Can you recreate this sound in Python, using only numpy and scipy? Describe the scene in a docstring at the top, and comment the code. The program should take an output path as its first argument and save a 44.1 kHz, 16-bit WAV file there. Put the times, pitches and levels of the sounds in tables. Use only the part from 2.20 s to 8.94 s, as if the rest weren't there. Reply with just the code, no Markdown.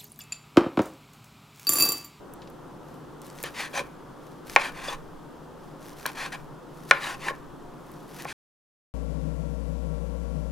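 """Knife work on a bamboo board

A chef's knife slices cooked pork in a kitchen, over a faint appliance hum of noise and wavering tones.
Parting fibres are random impulses (a soft wet crackle); the edge meeting the wood excites modes (a knock);
stick-slip drives resonances as the edge scrapes to and fro. Crackle and scrape follow the blade's speed.
All sound stops shortly before the end."""
import sys
import numpy as np
from scipy import signal
from scipy.fft import rfft, irfft
from scipy.io import wavfile
from scipy.ndimage import map_coordinates

SR = 44100
rng = np.random.default_rng(int(sys.argv[2]) if len(sys.argv) > 2 else 0)


def unload_wav(signal):
    """Save mono or channel-first audio to the path in sys.argv[1] as 16-bit WAV at rate SR, clipped to [-1, 1]."""
    wavfile.write(
        sys.argv[1],
        SR,
        np.round(np.clip(np.atleast_2d(signal).T, -1, 1) * 32767).astype(np.int16),
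    )


N = 297228
TIME = np.arange(N) / SR  # s


def gain_of(db):
    """Logarithmic level: decibels to amplitude."""
    return 10 ** (np.asarray(db) / 20)


def evened(x):
    """Normalization: scales to rms 1."""
    return x / np.sqrt(np.mean(x ** 2) + 1e-20)


def read(points, hz):
    """Logarithmic pitch: interpolates a table on a log-frequency axis."""
    f, value = np.transpose(points)
    return np.interp(np.log(hz + 1), np.log(f + 1), value)


def add(mix, s, sound):
    """Superposition: adds a sound to the mix from time s [s]."""
    part = mix[round(s * SR):][:len(sound)]
    part += sound[:len(part)]


def filtered(x, hz, kind, order=2):
    """Causal filtering: a Butterworth low-pass or high-pass."""
    corner_hz = min(hz, SR / 2 - 1)
    return signal.sosfilt(signal.butter(order, corner_hz, kind, fs=SR, output="sos"), x)


def tinted(x, spectrum):
    """Spectral shaping: weights a steady signal by frequency, at rms 1."""
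    size = x.shape[-1]
    gain = gain_of(read(spectrum, np.fft.rfftfreq(size, 1 / SR)))
    return evened(irfft(rfft(x) * gain, size))


def drift(rate_hz, size=N):
    """Random modulation: a slow interpolated random curve at about rms 1."""
    steps = np.arange(size) * 2 * rate_hz / SR
    knots = rng.standard_normal(4096)
    return np.sqrt(3 / 2) * np.interp(steps, np.arange(len(knots)), knots)  # interpolation lowers the rms


# Left-right likeness of the background noise: (frequency [Hz], likeness [0-1])
LIKENESS = [(30, 0.37), (150, 0.97), (300, 0.2), (700, 0.68), (1500, 0.79), (5000, 0.76), (15000, 0.28)]


def noise_pair(spectrum):
    """Partial coherence: left and right noise share a frequency-dependent part."""
    same = np.clip(read(LIKENESS, np.fft.rfftfreq(N, 1 / SR)), 0, 1)
    left, other = rfft(rng.standard_normal((2, N)))
    right = same * left + np.sqrt(1 - same ** 2) * other
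    return tinted(irfft(np.array([left, right]), N), spectrum)


# Spectrum of the rushing air: (frequency [Hz], relative density [dB per Hz])
AIR_SPECTRUM = [(74, -36), (125, -6), (147, 0), (216, -9), (244, -4), (359, -6), (528, -8), (661, -14),
                (914, -11), (1260, -14), (2280, -32), (3350, -30), (3860, -34), (14800, -43), (16000, -48)]
# Hum lines of the appliance: (frequency [Hz], relative level [dB])
HUM_LINES = [(39, -73), (59.2, -63), (119, -71.5), (146, -92), (157, -60), (196, -67.5), (296, -59),
             (355, -60.5), (533, -72), (710, -63.5), (920, -70.5)]
# Faint deep rumble that comes and goes: (time [s], level [dB])
RUMBLE_LEVEL = [(0.0, -65), (0.07, -61), (1.12, -64), (1.53, -56), (2.16, -58.5), (2.63, -43.5),
                (3.26, -58), (3.57, -56), (3.91, -62), (3.99, -52), (4.23, -48), (4.48, -58), (5.13, -48.5),
                (5.37, -53), (5.79, -56), (6.1, -63)]
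# Spectra of drone and rumble: (frequency [Hz], relative density [dB per Hz])
DRONE_SPECTRUM = [(10, -11), (40, -3.5), (65, -0.5), (100, 0), (400, -28), (2000, -78.5)]
RUMBLE_SPECTRUM = [(5, -13.5), (15, 0.5), (30, -15), (70, -27.5), (300, -67.0)]


def background(air_db=-45, hum_db=-1, waver_hz=1.3, drone_db=-67):
    """Broadband and tonal noise: an appliance's air, drone and wavering hum, over a deep rumble."""
    out = gain_of(air_db) * noise_pair(AIR_SPECTRUM) + gain_of(drone_db) * noise_pair(DRONE_SPECTRUM)
    for hz, db in HUM_LINES:
        level = gain_of(db + hum_db + 2 * drift(rate_hz=6.3))
        turns = np.cumsum(hz + waver_hz * drift(rate_hz=12)) / SR
        out = out + level * np.sqrt(2) * np.sin(2 * np.pi * turns)
    rumble_db = np.interp(TIME, *np.transpose(RUMBLE_LEVEL))
    return out + noise_pair(RUMBLE_SPECTRUM) * gain_of(rumble_db)


def slips(per_s, spread_db, size=N):
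    """Random point process: a train of tiny impulses of uneven size and either sign."""
    height = gain_of(spread_db * np.minimum(rng.exponential(1, size), 4))
    return height * rng.choice([-1, 1], size) * (rng.random(size) < per_s / SR)


def speed(rise_s, fall_s):
    """Stroke kinematics: blade speed, 0-1, gathers from rest and slows to rest along a sine."""
    t = np.arange(0, rise_s + fall_s, 1 / SR)
    return np.sin(np.interp(t, [0, rise_s, rise_s + fall_s], [0, np.pi / 2, np.pi]))


# Loudest small snaps and ticks: wet meat, and bright ticks as the edge lands:
# (time [s], peak level [dB], lowest frequency [Hz], highest frequency [Hz], decay constant [s])
SNAPS_AND_TICKS = [(0.137, -35, 8500, 16000, 0.0023), (0.218, -42, 1930, 4940, 0.013),
                   (0.274, -40.5, 1960, 5470, .005), (0.3, -44, 9000, 16000, .003),
                   (1.0175, -34.5, 4000, 14100, .0015), (1.1008, -33.5, 2500, 8750, 0.0012),
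                   (1.1868, -33, 1640, 7000, 0.00083), (1.2291, -18, 6800, 14600, 0.0007),
                   (1.2379, -18.5, 4000, 15000, 0.00066), (2.2973, -26, 1500, 7000, 0.00093),
                   (3.797, -37, 1500, 5970, .002), (3.858, -26, 1490, 4520, .003),
                   (3.8629, -14, 2500, 12200, 0.00097), (5.717, -41, 10000, 16000, .001)]
# Passes of the blade through the meat:
# (start [s], speeding up [s], slowing down [s], relative crackle level [dB])
MEAT_PASSES = [(.6, 0.14, .1, -64.5), (1.015, 0.039, .085, -51.5), (1.11, .1, 0.043, -51),
               (1.96, .12, 0.14, -62.5), (2.245, 0.098, 0.037, -45), (3.38, 0.066, .12, -65),
               (3.575, .11, 0.091, -53.5), (3.755, 0.041, 0.16, -50.5), (4.49, 0.12, 0.1, -58),
               (4.665, 0.046, 0.013, -48), (5.52, .28, .14, -61), (5.87, 0.15, 0.045, -49)]
# Spectrum of the parting meat: (frequency [Hz], relative density [dB per Hz])
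MEAT_SPECTRUM = [(300, -28), (1500, 7), (3000, 0), (5800, 0.5), (8000, -3.5), (12000, -1.5), (16000, -11)]
CRACKLE_LAW = 0.98  # amplitude grows as this power of the blade's speed
SNAPS_PER_S, SNAP_SPREAD_DB = 70, 2.2  # small random snaps under the same level curve as the crackle
# A faint bright hiss lies under each scrape, starting earlier and ending later
HISS_DB, HISS_LEAD_S, HISS_LAG_S = -24, 0.056, 0.13


def meat(crackle_db=-2, small_snap_db=-5, small_decay_s=0.001):
    """Fracture noise: fibres crackle with blade speed; larger snaps, ticks and a faint hiss join in."""
    cutting, t = np.zeros(N), np.arange(SR // 25) / SR
    for s, rise_s, fall_s, db in MEAT_PASSES:
        add(cutting, s, gain_of(db) * speed(rise_s, fall_s) ** CRACKLE_LAW)
    for s, rise_s, fall_s, db, *_ in SCRAPE_STROKES:
        hiss = speed(rise_s + HISS_LEAD_S, fall_s + HISS_LAG_S)
        add(cutting, s - HISS_LEAD_S, gain_of(db + HISS_DB) * hiss)

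    crackle = tinted(slips(per_s=2000, spread_db=0.5), MEAT_SPECTRUM)
    tears = abs(slips(SNAPS_PER_S, SNAP_SPREAD_DB))
    tears = signal.fftconvolve(tears, np.exp(-t / small_decay_s))[:N]
    small_snaps = tinted(tears * rng.standard_normal(N), MEAT_SPECTRUM)
    out = cutting * (gain_of(crackle_db) * crackle + gain_of(small_snap_db) * small_snaps)

    for s, db, low_hz, high_hz, decay_s in SNAPS_AND_TICKS:
        burst = rng.standard_normal(len(t)) * np.exp(-t / decay_s)
        snap = filtered(filtered(burst, low_hz, "high", order=3), high_hz, "low", order=3)
        add(out, s, gain_of(db) * snap / abs(snap).max())
    return out


def ring(hz, t60, travel=0.00062):
    """Modal decay with dispersion: bending waves of low notes arrive later; travel [s] is for 1000 Hz."""
    t = np.maximum(np.arange(SR // 5) / SR - travel * np.sqrt(1000 / hz), 0)
    return gain_of(-60 * t / t60) * np.sin(2 * np.pi * hz * t)


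def click(spectrum, size=2048):
    """Minimum phase: the shortest causal pulse with this spectrum, at peak 1."""
    log_gain = np.log(gain_of(read(spectrum, abs(np.fft.fftfreq(size, 1 / SR)))))
    pulse = np.fft.ifft(np.exp(signal.hilbert(log_gain))).real[:size // 2]
    return pulse / abs(pulse).max()


# Modes of the board, before contact damps them: (frequency [Hz], relative level [dB], t60 [s])
BOARD_MODES = [(555.5, -25.5, 0.233), (832, -23.5, 0.16), (950, -27.5, .05), (1070.5, -14, 0.075),
               (1060, -22.5, 0.09), (1442, -23.5, 0.095), (1550, -19, 0.07), (1570, -31, 0.1),
               (1760, -20.5, 0.086), (1888, -6.5, 0.029), (2140, -19.5, 0.099), (2314, 1, 0.0075),
               (2364, -0.5, 0.015), (2960, -27.5, .08), (3440, -31, .07), (3700, -21.5, 0.034),
               (4300, -11.5, 0.02), (4974, -11, 0.018)]


def board(hard_hz, pressed=1.25):
    """Modal excitation: a soft blow weakens high modes, and the pressing edge shortens the ring."""
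    out = 0
    for hz, db, t60 in BOARD_MODES:
        out = out + gain_of(db) * ring(hz, t60 / pressed) / np.hypot(1, (hz / hard_hz) ** 2)
    return out


# Edge meets board: (time [s], relative force [dB], hardness as a corner frequency [Hz],
# blade rebound note [Hz], relative rebound level [dB], relative crack level [dB])
EDGE_KNOCKS = [(1.2378, -23, 2000, 497, 5, -6), (1.538, -28, 1200, 600, 5, -10),
               (1.597, -22.5, 600, 420, 8, -9), (1.611, -22, 600, 474, 4.5, -20),
               (2.3615, 0.5, 3185, 900, 0.5, 3), (2.682, -27.5, 1490, 556, 10.5, -12),
               (3.8558, -21.5, 2150, 1660, 9.5, -6.5), (3.8622, -31, 2466, 1005, 12.5, 6),
               (4.7106, -2, 4200, 1460, 3.5, 12), (4.7123, -13.5, 4000, 1820, 14, 7.5),
               (5.0842, -19, 2560, 1790, 4.5, -12), (5.106, -12.5, 800, 470, -3, -25),
               (6.0523, -17.5, 1400, 806, -1.5, -10)]
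# Spectrum of the crack: (frequency [Hz], relative density [dB per Hz])
CRACK_SPECTRUM = [(200, -30), (1000, -2.5), (2500, 1.5), (5500, 0.5), (8000, -2), (12000, -9),
                  (16000, -18.5)]


def knocks(rebound_t60=0.021, rebound_db=-4, crack_reach=1.27, lowest_hz=450):
    """Impact: the edge cracks onto the wood, the board rings and the blade shudders against it."""
    out, crack = np.zeros(N), click(CRACK_SPECTRUM)
    for s, db, hard_hz, note_hz, note_db, crack_db in EDGE_KNOCKS:
        blow = board(hard_hz) + gain_of(note_db + rebound_db) * ring(note_hz, rebound_t60)
        add(blow, 0, gain_of(crack_db) * crack)
        add(out, s, gain_of(db) * filtered(blow, crack_reach * hard_hz, "low"))
    return filtered(out, lowest_hz, "high", order=4)  # a small board radiates little bass


def rubbed(grain, modes, hard_hz, shift_db=0.5, detune=0.02):
    """Friction-driven modes: slips keep them ringing, grip damps and detunes, moving contact swells them."""
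    out = np.zeros(len(grain))
    for hz, db, t60 in modes:
        mode = ring(hz * (1 + detune * rng.uniform(-1, 1)), t60 / 2)[:SR // 12]
        ringing = evened(signal.fftconvolve(grain, mode)[:len(grain)])
        level = gain_of(db + shift_db * drift(rate_hz=18, size=len(grain)))
        out += ringing * level / np.hypot(1, (hz / hard_hz) ** 3)
    return evened(out)


def resonate(x, hz, width_hz):
    """Time-varying resonance: a two-pole filter, shifted to follow the frequency curve hz."""
    turn, r = np.exp(2j * np.pi * np.cumsum(hz) / SR), np.exp(-np.pi * width_hz / SR)
    return (turn * signal.lfilter([1], np.poly([r, r]), x / turn)).real


# Each slip is also heard by a short reflection off the board:
# mean delay [s], share of glide and spread, echo gain
BOARD_PATH_S, PATH_GLIDE, PATH_GAIN = 0.00115, 0.1, 0.35


def combed(x, delay_s):
    """Comb interference: one echo with a moving delay makes a row of gliding resonances."""
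    return x + PATH_GAIN * map_coordinates(x, [np.arange(len(x)) - delay_s * SR], order=3)


# Strokes of the edge along the wood: (start [s], speeding up [s], slowing down [s], relative level [dB],
# relative board rumble [dB], relative fizz [dB], nominal contact resonance [Hz])
SCRAPE_STROKES = [(1.238, 0.003, 0.068, -36.5, -8, -9.5, 1700), (1.336, 0.065, 0.091, -35, -8, -8, 1950),
                  (1.528, 0.037, 0.062, -35, 7.5, -5, 1650), (2.375, 0.054, 0.085, -33, -1, -10, 2050),
                  (2.535, 0.048, 0.083, -45.5, 4.5, -9, 1800), (2.605, 0.081, 0.081, -39.5, 4.5, -5, 1600),
                  (3.863, 0.02, 0.03, -43, 5, -6, 1750), (3.945, 0.071, 0.081, -35.5, -0.5, -9, 1850),
                  (4.119, 0.0058, 0.042, -38.5, 4.5, -9, 1800), (4.725, 0.017, .08, -40, 4.5, -19, 1780),
                  (4.795, 0.053, 0.12, -35, 1, -7.5, 1750), (4.988, 0.094, 0.037, -38, 6, -8, 1900),
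                  (5.982, 0.02, 0.021, -45, -4, -3, 1700), (6.058, 0.043, 0.045, -40, -19, -6.5, 1920)]
# Spectra of the scraping edge, rasp and fizz: (frequency [Hz], relative density [dB per Hz])
RASP_SPECTRUM = [(100, -32.5), (500, -21), (900, 8), (1350, 11), (1750, 5.5), (2500, -0.5), (3100, 4),
                 (4600, -1.5), (5400, -22), (7000, -32.5), (16000, -39.5)]
FIZZ_SPECTRUM = [(1000, -34), (4000, 2), (6300, 7.5), (8000, 2), (9800, 2.5), (12000, -6.5), (16000, -12.5)]
# Modes of the blade, before the grip damps them: (frequency [Hz], relative level [dB], t60 [s])
BLADE_MODES = [(1350, 4.5, 0.042), (1880, 2, 0.012), (2445, 12.5, 0.014), (2787, 3.5, 0.016),
               (3080, -1.5, 0.031), (4350, -17.5, 0.015), (5000, -1.5, 0.017), (6200, -10.5, 0.0098),
               (6550, -33.5, 0.018), (6840, -26, .014), (9700, -9.5, 0.016), (10800, -8, 0.018),
               (11060, -23, .008), (12490, -10, 0.012), (13600, -18, .005)]
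RASP_LAW = 0.98  # amplitude grows as this power of the blade's speed
CONTACT_SAG = 0.076  # share by which the contact resonance lies lower when the blade is at rest
CONTACT_WANDER = 0.099  # rms share by which it wanders as the contact travels along the edge
OVERTONE, OVERTONE_DB = 2.15, -12  # second contact resonance: multiple of the first, relative level
# The hand leans in: over a stroke the board rumble grows and the contact resonance falls by this share
LEAN_DB, CONTACT_FALL = 11.5, 0.2


def scrapes(rasp_db=-6.0, blade_db=-4, contact_db=-3, contact_width_hz=600, body_db=-5.0, fizz_db=-2.0,
            chatter_db=1.4, lowest_hz=330):
    """Stick-slip friction: slips over the grain excite rasp, fizz, blade, board and contact resonances."""
    out = np.zeros(N)
    for s, rise_s, fall_s, db, over_body, over_fizz, contact_hz in SCRAPE_STROKES:
        pace = speed(rise_s, fall_s)
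        size = len(pace)
        along = np.linspace(-0.5, 0.5, size)  # progress through the stroke
        grain, fine, coarse, edge = (slips(per_s=10000, spread_db=1.0, size=SR // 3) for _ in range(4))
        rasp = gain_of(rasp_db) * tinted(grain, RASP_SPECTRUM)
        rasp += gain_of(blade_db) * rubbed(fine, BLADE_MODES, hard_hz=18550)
        fizz = tinted(grain, FIZZ_SPECTRUM)
        body = rubbed(coarse, BOARD_MODES, hard_hz=767)
        rasp, fizz, body, edge = (layer[:size] for layer in (rasp, fizz, body, edge))

        wander = CONTACT_WANDER * drift(rate_hz=15, size=size)
        hz = contact_hz * (1 - CONTACT_SAG * (1 - pace) - CONTACT_FALL * along + wander)
        contact = evened(resonate(edge, hz, contact_width_hz))
        contact += gain_of(OVERTONE_DB) * evened(resonate(edge, OVERTONE * hz, contact_width_hz))

        sound = rasp + gain_of(contact_db) * contact
        sound += gain_of(fizz_db + over_fizz) * fizz
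        sound += gain_of(body_db + over_body + LEAN_DB * along) * body
        glide = rng.choice([-1, 1]) * along + rng.uniform(-1.1, 1)
        sound = combed(sound, BOARD_PATH_S * (1 + PATH_GLIDE * glide))
        chatter = chatter_db * drift(rate_hz=90, size=size)
        add(out, s, sound * pace ** RASP_LAW * gain_of(db + chatter))
    return filtered(out, lowest_hz, "high", order=3)


# The edge catches and squeaks: (start [s], level before the swell [dB rms], frequency [Hz], length [s])
EDGE_SQUEAKS = [(1.554, -37.5, 6250, 0.034), (2.678, -32.5, 3500, 0.025), (2.67, -41, 4880, 0.028),
                (4.835, -37, 3800, 0.016)]


def squeaks(waver_hz=70):
    """Friction locking: for a moment the slips lock into one unsteady note."""
    out = np.zeros(N)
    for s, db, hz, length_s in EDGE_SQUEAKS:
        swell = np.hanning(round(length_s * SR))
        turns = np.cumsum(hz + waver_hz * drift(rate_hz=420, size=len(swell))) / SR
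        add(out, s, gain_of(db) * np.sqrt(2) * swell * np.sin(2 * np.pi * turns))
    return out


# Reverberation of the kitchen: (frequency [Hz], t60 [s])
KITCHEN_T60 = [(200, 0.21), (1000, 0.41), (2500, .3), (6000, 0.18), (15000, 0.42)]
# First reflections: (mean delay [s], relative gain [amplitude ratio])
FIRST_ECHOES = [(.0027, 0.022), (.0058, 0.027), (.0083, 0.16), (.0108, 0.071), (.0162, .05), (.0247, 0.089)]


def kitchen(x, tail_db=-12, echo_db=-1, echo_hz=4500, spread_s=0.00007, shared=1.6):
    """Reflection and reverberation: counter and cupboards return dull echoes and a short diffuse tail."""
    taps = rng.standard_normal((3, SR // 2))
    pair = taps[:2] + shared * taps[2]  # partly alike left and right
    hz, t, z = signal.stft(pair, SR, nperseg=256)
    decay = gain_of(-60 * t / read(KITCHEN_T60, hz)[:, None])
    tail = signal.istft(z * decay, SR, nperseg=256)[1]
    tail = tail * np.minimum(np.arange(tail.shape[1]) / SR / 0.00097, 1)  # onset ramp
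    answer = gain_of(tail_db) * tail / np.linalg.norm(tail[0])
    for k, (delay_s, gain) in enumerate(FIRST_ECHOES):
        for ear, side in zip(answer, (-1, 1)):  # echoes come from left and right in turn
            arrival_s = abs(delay_s + side * (-1) ** k * spread_s)
            add(ear, arrival_s, np.array([gain * gain_of(echo_db)]))
    answer = filtered(answer, echo_hz, "low", order=1)
    return x + signal.fftconvolve(x[None], answer, axes=1)[:, :N]


# The two microphone ports as seen from the board:
# (frequency [Hz], left over right [dB])
PORT_LEVELS = [(100, -2), (1300, 1.7), (2400, 1.4), (4400, 1.5), (8000, 2), (15000, -0.5)]
# (frequency [Hz], phase by which left leads [rad])
PORT_LEAD = [(100, 1), (6000, 0.22), (7700, 1), (10000, 0.019), (16000, .4)]


def ports(pair):
    """Interchannel difference: two microphone ports hear the board with unlike level and phase."""
    hz = np.fft.rfftfreq(N, 1 / SR)
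    half = gain_of(read(PORT_LEVELS, hz) / 2) * np.exp(0.5j * read(PORT_LEAD, hz))
    return irfft(rfft(pair) * np.array([half, 1 / half]), N)


def scene(air_left_db=0.5):
    """Superposition: knife work in the kitchen, over a background that lies a little to the left."""
    knife = ports(kitchen(meat() + knocks() + scrapes() + squeaks()))
    return knife + background() * gain_of(air_left_db * np.array([[1], [-1]]))


STOP_S, BAND_EDGE_HZ = 6.128, 16200  # end of all sound, upper band limit


def record(dry):
    """Saturation and band limiting: hard knocks overload, the sound stops, then a low-pass acts."""
    clipped = dry / (1 + dry ** 6) ** (1 / 6) * (TIME < STOP_S)
    low_pass = signal.firwin(255, BAND_EDGE_HZ, window=("kaiser", 8), fs=SR)
    return signal.oaconvolve(clipped, low_pass[None], "same")


dry = scene()
out = record(dry)
unload_wav(out)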